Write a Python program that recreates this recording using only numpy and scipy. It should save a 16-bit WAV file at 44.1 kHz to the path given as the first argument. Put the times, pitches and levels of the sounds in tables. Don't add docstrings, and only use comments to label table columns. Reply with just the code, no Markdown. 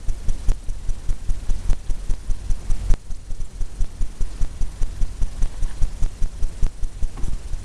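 import sys
import numpy as np
from scipy import signal
from scipy.fft import next_fast_len
from scipy.io import wavfile
from scipy.ndimage import uniform_filter1d

SR = 44100
rng = np.random.default_rng(int(sys.argv[2]) if len(sys.argv) > 2 else 0)


def int16_out(signal):
    q = np.round(np.clip(np.atleast_2d(signal).T, -1, 1) * 32767)
    wavfile.write(sys.argv[1], SR, q.astype(np.int16))


def volts_from_decibels(level):
    exponent = np.asarray(level, float) / 20
    return 10 ** exponent


N = 336924
T = np.arange(N) / SR
CYCLE_S, CYCLE_START_S = .05031, .078


def evened(x):
    return x / np.sqrt(np.mean(x ** 2) + 1e-20)


def slow_noise(size):
    return evened(uniform_filter1d(rng.standard_normal(N), size=size))


def add(mix, start_s, sound):
    part = mix[max(round(start_s * SR), 0):][:len(sound)]
    part += sound[:len(part)]


def resonate(x, hz, width_hz):
    turn = np.exp(2j * np.pi * hz * T)
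    r = np.exp(-np.pi * width_hz / SR)
    smooth = signal.lfilter([(1 - r) ** 2], [1, -2 * r, r * r], x / turn)
    return 2 * (turn * smooth).real


def busy(busy_share=.55):
    phase = (T - CYCLE_START_S) / CYCLE_S % 1
    return uniform_filter1d((phase < busy_share) * 1., size=130)


# first_s, count, early_ms
LOAD_RUNS = [
    (.0822, 17, 0),
    (3.4048, 19, 2.9),
]
# start_s, length_ms, current_db
SINGLE_LOADS = [(.283, 16.6, 1.1), (.4842, 17.1, 0), (.6849, 15.6, -1.9), (1.2907, 14.9, 1.1),
                (1.6925, 18.3, 0), (2.9005, 16.2, .9), (3.1025, 19.7, -1.7), (3.3043, 16.3, -1.2),
                (3.4016, 17.1, -1.7), (4.6091, 18.9, 0), (4.815, 18, -.5), (5.2165, 15.9, 1.2),
                (5.4171, 15.5, -1), (5.6238, 18.4, -1.9), (6.022, 17.9, 0), (6.2201, 18.7, 0),
                (6.4239, 18.1, .3), (6.6269, 15.9, 1.8)]
# start_s, length_ms, current_db, twitter_db
STUMBLE_LOADS = [
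    (7.2319, 8.5, -1.6, -0.5),
    (7.2398, 41.5, -3.9, -7.6),
    (7.2823, 2.0, 3.0, -2.5),
    (7.3323, 3.5, -3.4, -5.7),
    (7.3328, 12.5, -12.8, -9.4),
    (7.5317, 4.8, -3.0, -4.4),
    (7.532, 11.1, -14.8, -7.3),
]


def loads(every_s=.20135, length_ms=16.2, twitter_start_db=2.5, twitter_fade_db_per_s=0.29):
    starts = []
    for first_s, count, early_ms in LOAD_RUNS:
        k = np.arange(count)
        starts.append(first_s + k * every_s - early_ms / 1000 * (1 - k % 2))
    s = np.concatenate(starts)
    rows = np.array([s, length_ms + 0 * s, 0 * s, twitter_start_db - twitter_fade_db_per_s * s]).T
    for stray in SINGLE_LOADS:
        rows[abs(s - stray[0]).argmin(), :3] = stray
    return [*rows, *STUMBLE_LOADS]


def heavy(surge=0., surge_fade_ms=5., level_db=.7):
    current = np.zeros(N)
    fade = np.exp(-np.arange(1500) * 1000 / SR / surge_fade_ms)
    for start_s, length_ms, db, _ in loads():
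        add(current, start_s, np.full(round(length_ms * SR / 1000), volts_from_decibels(db)))
        add(current, start_s, volts_from_decibels(db) * surge * fade)
    return volts_from_decibels(level_db) * uniform_filter1d(current, size=60)


# pitch_hz, level_db
RIPPLE_TONES = [(43.07, -23), (86.13, -25.5), (129.2, -34.5), (172.3, -66), (215.3, -35.5)]


def rail(jitter_db=-2.5, lumps_db=0.5, drift_db=-21.0, heavy_jitter_db=6.,
         recovery_ms=8.45, coupling_hz=6.64, surge=.4):
    lumps = volts_from_decibels(lumps_db * slow_noise(300) + heavy_jitter_db * heavy())
    jitter = volts_from_decibels(jitter_db) * evened(lumps * rng.standard_normal(N))
    drift = volts_from_decibels(drift_db) * slow_noise(350)
    ripple = sum(volts_from_decibels(db) * np.sin(2 * np.pi * (hz * T + rng.random())) for hz, db in RIPPLE_TONES)
    wobble = 1 + .5 * slow_noise(4000)
    waiting = np.clip(4 * uniform_filter1d(heavy(), size=1400, origin=400), 0, .45)
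    light = jitter + (1 - waiting) * (drift + wobble * ripple)
    r = np.exp(-1000 / recovery_ms / SR)
    c = np.exp(-2 * np.pi * coupling_hz / SR)
    sag = signal.lfilter([r - 1], [1, -r], heavy(surge=surge) + light)
    return signal.lfilter([1, -1], [1, -c], sag)


# pitch_hz, level_db (per Hz)
HISS_COLOUR = [(300, -29), (600, -14), (1100, -13), (1800, -8), (3000, -8.5), (6000, -8.5), (9500, -11.5),
               (11000, -8), (14000, -10.5)]


def hiss(level_db=-48.5, busy_db=2.5, treble_busy_db=0.0, heavy_db=-2.0, flicker_db=0.0,
         patchy_db=2.0, top_flicker_db=2.0):
    frames, hz = N // 64 + 5, np.fft.rfftfreq(256, 1 / SR)
    at = np.minimum(np.arange(frames) * 64, N - 1)
    a, b, patches = rng.standard_normal((frames, 129, 3)).T
    patches = uniform_filter1d(patches, size=6, axis=0)
    patches = evened(uniform_filter1d(patches, size=8, axis=1))
    flicker = evened(uniform_filter1d(rng.standard_normal(frames), size=3))
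    colour_hz, colour_db = np.transpose(HISS_COLOUR)
    depth_db = busy_db + treble_busy_db * np.clip((hz - 5000) / 4000, 0, 1)
    flicker_depth_db = flicker_db + top_flicker_db * np.clip(hz / 3000 - 3, 0, 1)
    field_db = np.interp(np.log(hz + 1), np.log(colour_hz), colour_db)[:, None]
    field_db = field_db + depth_db[:, None] * busy()[at]
    field_db = field_db + heavy_db * uniform_filter1d(heavy(), size=300)[at]
    field_db = field_db + flicker_depth_db[:, None] * flicker + patchy_db * patches
    noise = signal.istft((a + 1j * b) * volts_from_decibels(field_db), nperseg=256, noverlap=192)[1][:N]
    return volts_from_decibels(level_db) * evened(noise)


# pitch_hz, width_hz, level_db
TRACE_RINGS = [(3310, 310, -6.5), (5980, 420, 5.5), (6850, 250, 1.5), (7820, 450, -3.5), (9520, 770, 0),
               (10140, 900, -3), (12400, 2000, 1)]


def twitter(level_db=-52.5, throb_hz=165.0, throb=0.46, light_db=-26.0, steady=0.37):
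    gate = volts_from_decibels(light_db) * busy()
    for start_s, length_ms, _, db in loads():
        t = np.arange(round((length_ms + 3) * SR / 1000)) / SR
        swell = np.minimum(t / 0.007, 1) * np.minimum((t[-1] - t) / 0.00067, 1)
        throbs = 1 - throb * np.cos(2 * np.pi * throb_hz * (t - .001))
        add(gate, start_s - .002, volts_from_decibels(db) * swell * throbs)
    noise, ring = rng.standard_normal(N), np.zeros(N)
    for hz, width_hz, db in TRACE_RINGS:
        z = signal.hilbert(evened(resonate(noise, hz, width_hz)), next_fast_len(N))[:N]
        tone = evened(z.real / abs(z) ** steady)
        lag_ms = np.clip((hz - 4200) / 1000 * .7, 0, 3.2)
        ring += np.roll(gate, round(lag_ms * SR / 1000)) * volts_from_decibels(db) * tone
    return volts_from_decibels(level_db) * ring


# pitch_hz, level_db
INPUT_FILTER = [(0, -1), (9600, 4), (10500, -5), (11500, -10), (12750, -12.5), (13150, -36), (13800, -44),
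                (14300, -84)]


def input_filter_db(hz):
    return np.interp(hz, *np.transpose(INPUT_FILTER))


# pitch_hz, level_db
CLOCK_TONES = [(4199, -73), (5959, -71), (6853, -73), (7768, -73), (9216, -71), (9598, -69), (12452, -85),
               (12834, -93)]


def whines(lift_db=7.5, idle=0.22):
    tones = np.zeros(N)
    for hz, db in CLOCK_TONES:
        before_filter_db = db + lift_db - input_filter_db(hz)
        tones += volts_from_decibels(before_filter_db) * np.sin(2 * np.pi * (hz * T + rng.random()))
    return tones * (idle + (1 - idle) * busy())


# time_s, level_db
RUSTLE_EFFORT = [
    (0, -66),
    (2.5, -55.5),
    (2.9, -71),
    (4.2, -56.5),
    (5.5, -55.5),
    (5.8, -65),
    (6.8, -64),
    (7.64, -60),
]
# pitch_hz, width_hz, level_db
CLOTH_TONES = [(1030, 340, 5), (1750, 620, 3.5), (3000, 1900, 0.5)]
# middle_s, half_length_s, lift_db
ARM_SWISHES = [
    (5.55, 0.039, 4),
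    (5.7, 0.084, 13),
    (6.3, 0.47, 2),
]


def rustle(grain_db=3.0):
    grit = rng.standard_normal(N) * volts_from_decibels(grain_db * slow_noise(200))
    body = sum(volts_from_decibels(db) * evened(resonate(grit, hz, width_hz)) for hz, width_hz, db in CLOTH_TONES)
    effort_db = np.interp(T, *np.transpose(RUSTLE_EFFORT))
    for middle_s, half_s, lift_db in ARM_SWISHES:
        effort_db = effort_db + lift_db * np.clip(2 - 2 * abs(T - middle_s) / half_s, 0, 1)
    return volts_from_decibels(effort_db) * evened(body)


# start_s, length_ms, from_hz, to_hz, level_db
BEAT_SLIDES = [(.526, 16, 1500, 8050, -45), (.545, 10, 9000, 11000, -45), (.638, 7, 10000, 8000, -45),
               (2.036, 12, 10200, 7000, -50), (2.141, 14, 3600, 5600, -45), (3.444, 6, 10500, 7400, -46),
               (3.108, 6, 3000, 6150, -40), (3.144, 11, 3800, 7630, -40), (3.156, 11, 7600, 8500, -43),
               (3.167, 5, 8500, 11500, -43), (3.345, 15, 3780, 9600, -45), (3.45, 10, 7300, 8000, -43),
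               (3.46, 6, 8000, 10600, -48), (3.653, 18, 3820, 9400, -48), (3.853, 14, 2850, 6600, -45),
               (7.243, 34, 9800, 10400, -46), (7.245, 33, 7600, 7900, -49), (7.243, 36, 12400, 11900, -47),
               (7.27, 20, 5600, 6170, -53)]


def sweeps(faint_db=-52.0, spread_db=6.0, wander_hz=244.0):
    out, rows = np.zeros(N), list(BEAT_SLIDES)
    wander = wander_hz * evened(uniform_filter1d(rng.standard_normal(N + SR), size=90))
    for k, (when, length, pitch, slide, loudness) in enumerate(rng.random((int(N / SR / CYCLE_S), 5))):
        start_s = CYCLE_START_S + (k + 0.91 * when) * CYCLE_S
        from_hz = 3000 + 8000 * pitch
        to_hz = np.clip(from_hz + 8000 * (slide - .3), 1500, 13000)
        rows.append((start_s, 5 + 10 * length, from_hz, to_hz, faint_db + spread_db * (2 * loudness - 1)))
    for start_s, length_ms, from_hz, to_hz, db in rows:
        hz = np.linspace(from_hz, to_hz, round(length_ms * SR / 1000))
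        hz = hz + wander[round(start_s * SR):][:len(hz)]
        tone = np.sin(2 * np.pi * np.cumsum(hz) / SR)
        add(out, start_s, volts_from_decibels(db) * tone * signal.windows.tukey(len(hz), .3))
    return out


# start_s, peak_db, brightness_db (per octave)
BRUSH_KNOCKS = [(5.539, -29.5, 4), (5.553, -49, 11), (7.167, -34, 2), (7.172, -25.5, 4), (7.178, -23, -11),
                (7.19, -25.5, -16), (7.198, -33, -3), (7.205, -30, -3), (7.214, -31, -1), (7.223, -33, -6),
                (7.244, -37, -11)]
# pitch_hz, level_db, t60_s
HANDLE_MODES = [(146, -18, 0.039), (253, 2, 0.033), (480, -9, 0.017), (710, -1, 0.011), (990, -10, 0.033),
                (1330, -17, 0.011), (1760, -13.5, 0.016)]


def brushes(lift_db=1.5, scuff_ms=9.1):
    out, t = np.zeros(N), np.arange(2500) / SR
    scuff_t = t[:1200]
    scuff_shape = np.minimum(scuff_t / 0.0018, 1) * np.exp(-scuff_t * 1000 / scuff_ms)
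    for start_s, peak_db, bright_db in BRUSH_KNOCKS:
        ring = np.zeros(len(t))
        for hz, db, t60_s in HANDLE_MODES:
            detune = rng.uniform(0.9, 1.16)
            decay_db = db + bright_db * np.log2(hz / 500) - 60 * t / t60_s
            ring += volts_from_decibels(decay_db) * np.sin(2 * np.pi * hz * detune * t)
        touch = signal.oaconvolve(ring, rng.standard_normal(1200) * scuff_shape)
        add(out, start_s, volts_from_decibels(peak_db + lift_db) * touch / abs(touch).max())
    return out


def scene():
    return (rail() + hiss() + twitter() + sweeps() + brushes() + rustle())[None]


# start_s, lands_at_db, wait_s
GAIN_CUTS = [(0, -5, 0), (.5185, -6.8, .16), (1.128, -5.4, 0), (1.7317, -6.1, 0), (2.1381, -6.3, 0),
             (2.9392, -9.2, .29), (3.8448, -6.4, .03), (4.4485, -4.3, .17), (4.8316, -4.6, 0),
             (5.0522, -3.9, .18), (5.4237, -.4, .04), (5.4585, -3.2, .15), (5.8533, -3.6, 0),
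             (6.0623, -4.6, .03), (6.2596, -5.4, 0), (6.666, -6.8, .13), (7.2, -3.6, .44)]


def creeping_gain(creep_db_per_s=8., block=256, block_start=82):
    start_s, lands_db, wait_s = np.transpose(GAIN_CUTS)
    block_s = (((np.arange(N) - block_start) // block + .5) * block + block_start) / SR
    last = np.maximum(np.searchsorted(start_s, block_s) - 1, 0)
    creeping_s = np.maximum(block_s - start_s[last] - wait_s[last], 0)
    gain_db = lands_db[last] + creep_db_per_s * creeping_s
    return uniform_filter1d(volts_from_decibels(gain_db), size=3)


def roll_off(x):
    return signal.sosfilt(signal.butter(12, 13830, fs=SR, output="sos"), x)


def record(dry, offset=.074, converter_db=-59):
    gained = (dry + offset) * creeping_gain()
    gained = gained + whines() + volts_from_decibels(converter_db) * rng.standard_normal(N)
    blocked = signal.lfilter([1, -1], [1, -np.exp(-np.pi / SR)], gained - gained[:, :1])
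    grid_hz = np.linspace(0, SR / 2, num=128)
    taps = signal.firwin2(127, grid_hz, volts_from_decibels(input_filter_db(grid_hz)), fs=SR)
    return roll_off(signal.oaconvolve(blocked, taps[None], "same"))


dry = scene()
out = record(dry)
int16_out(out)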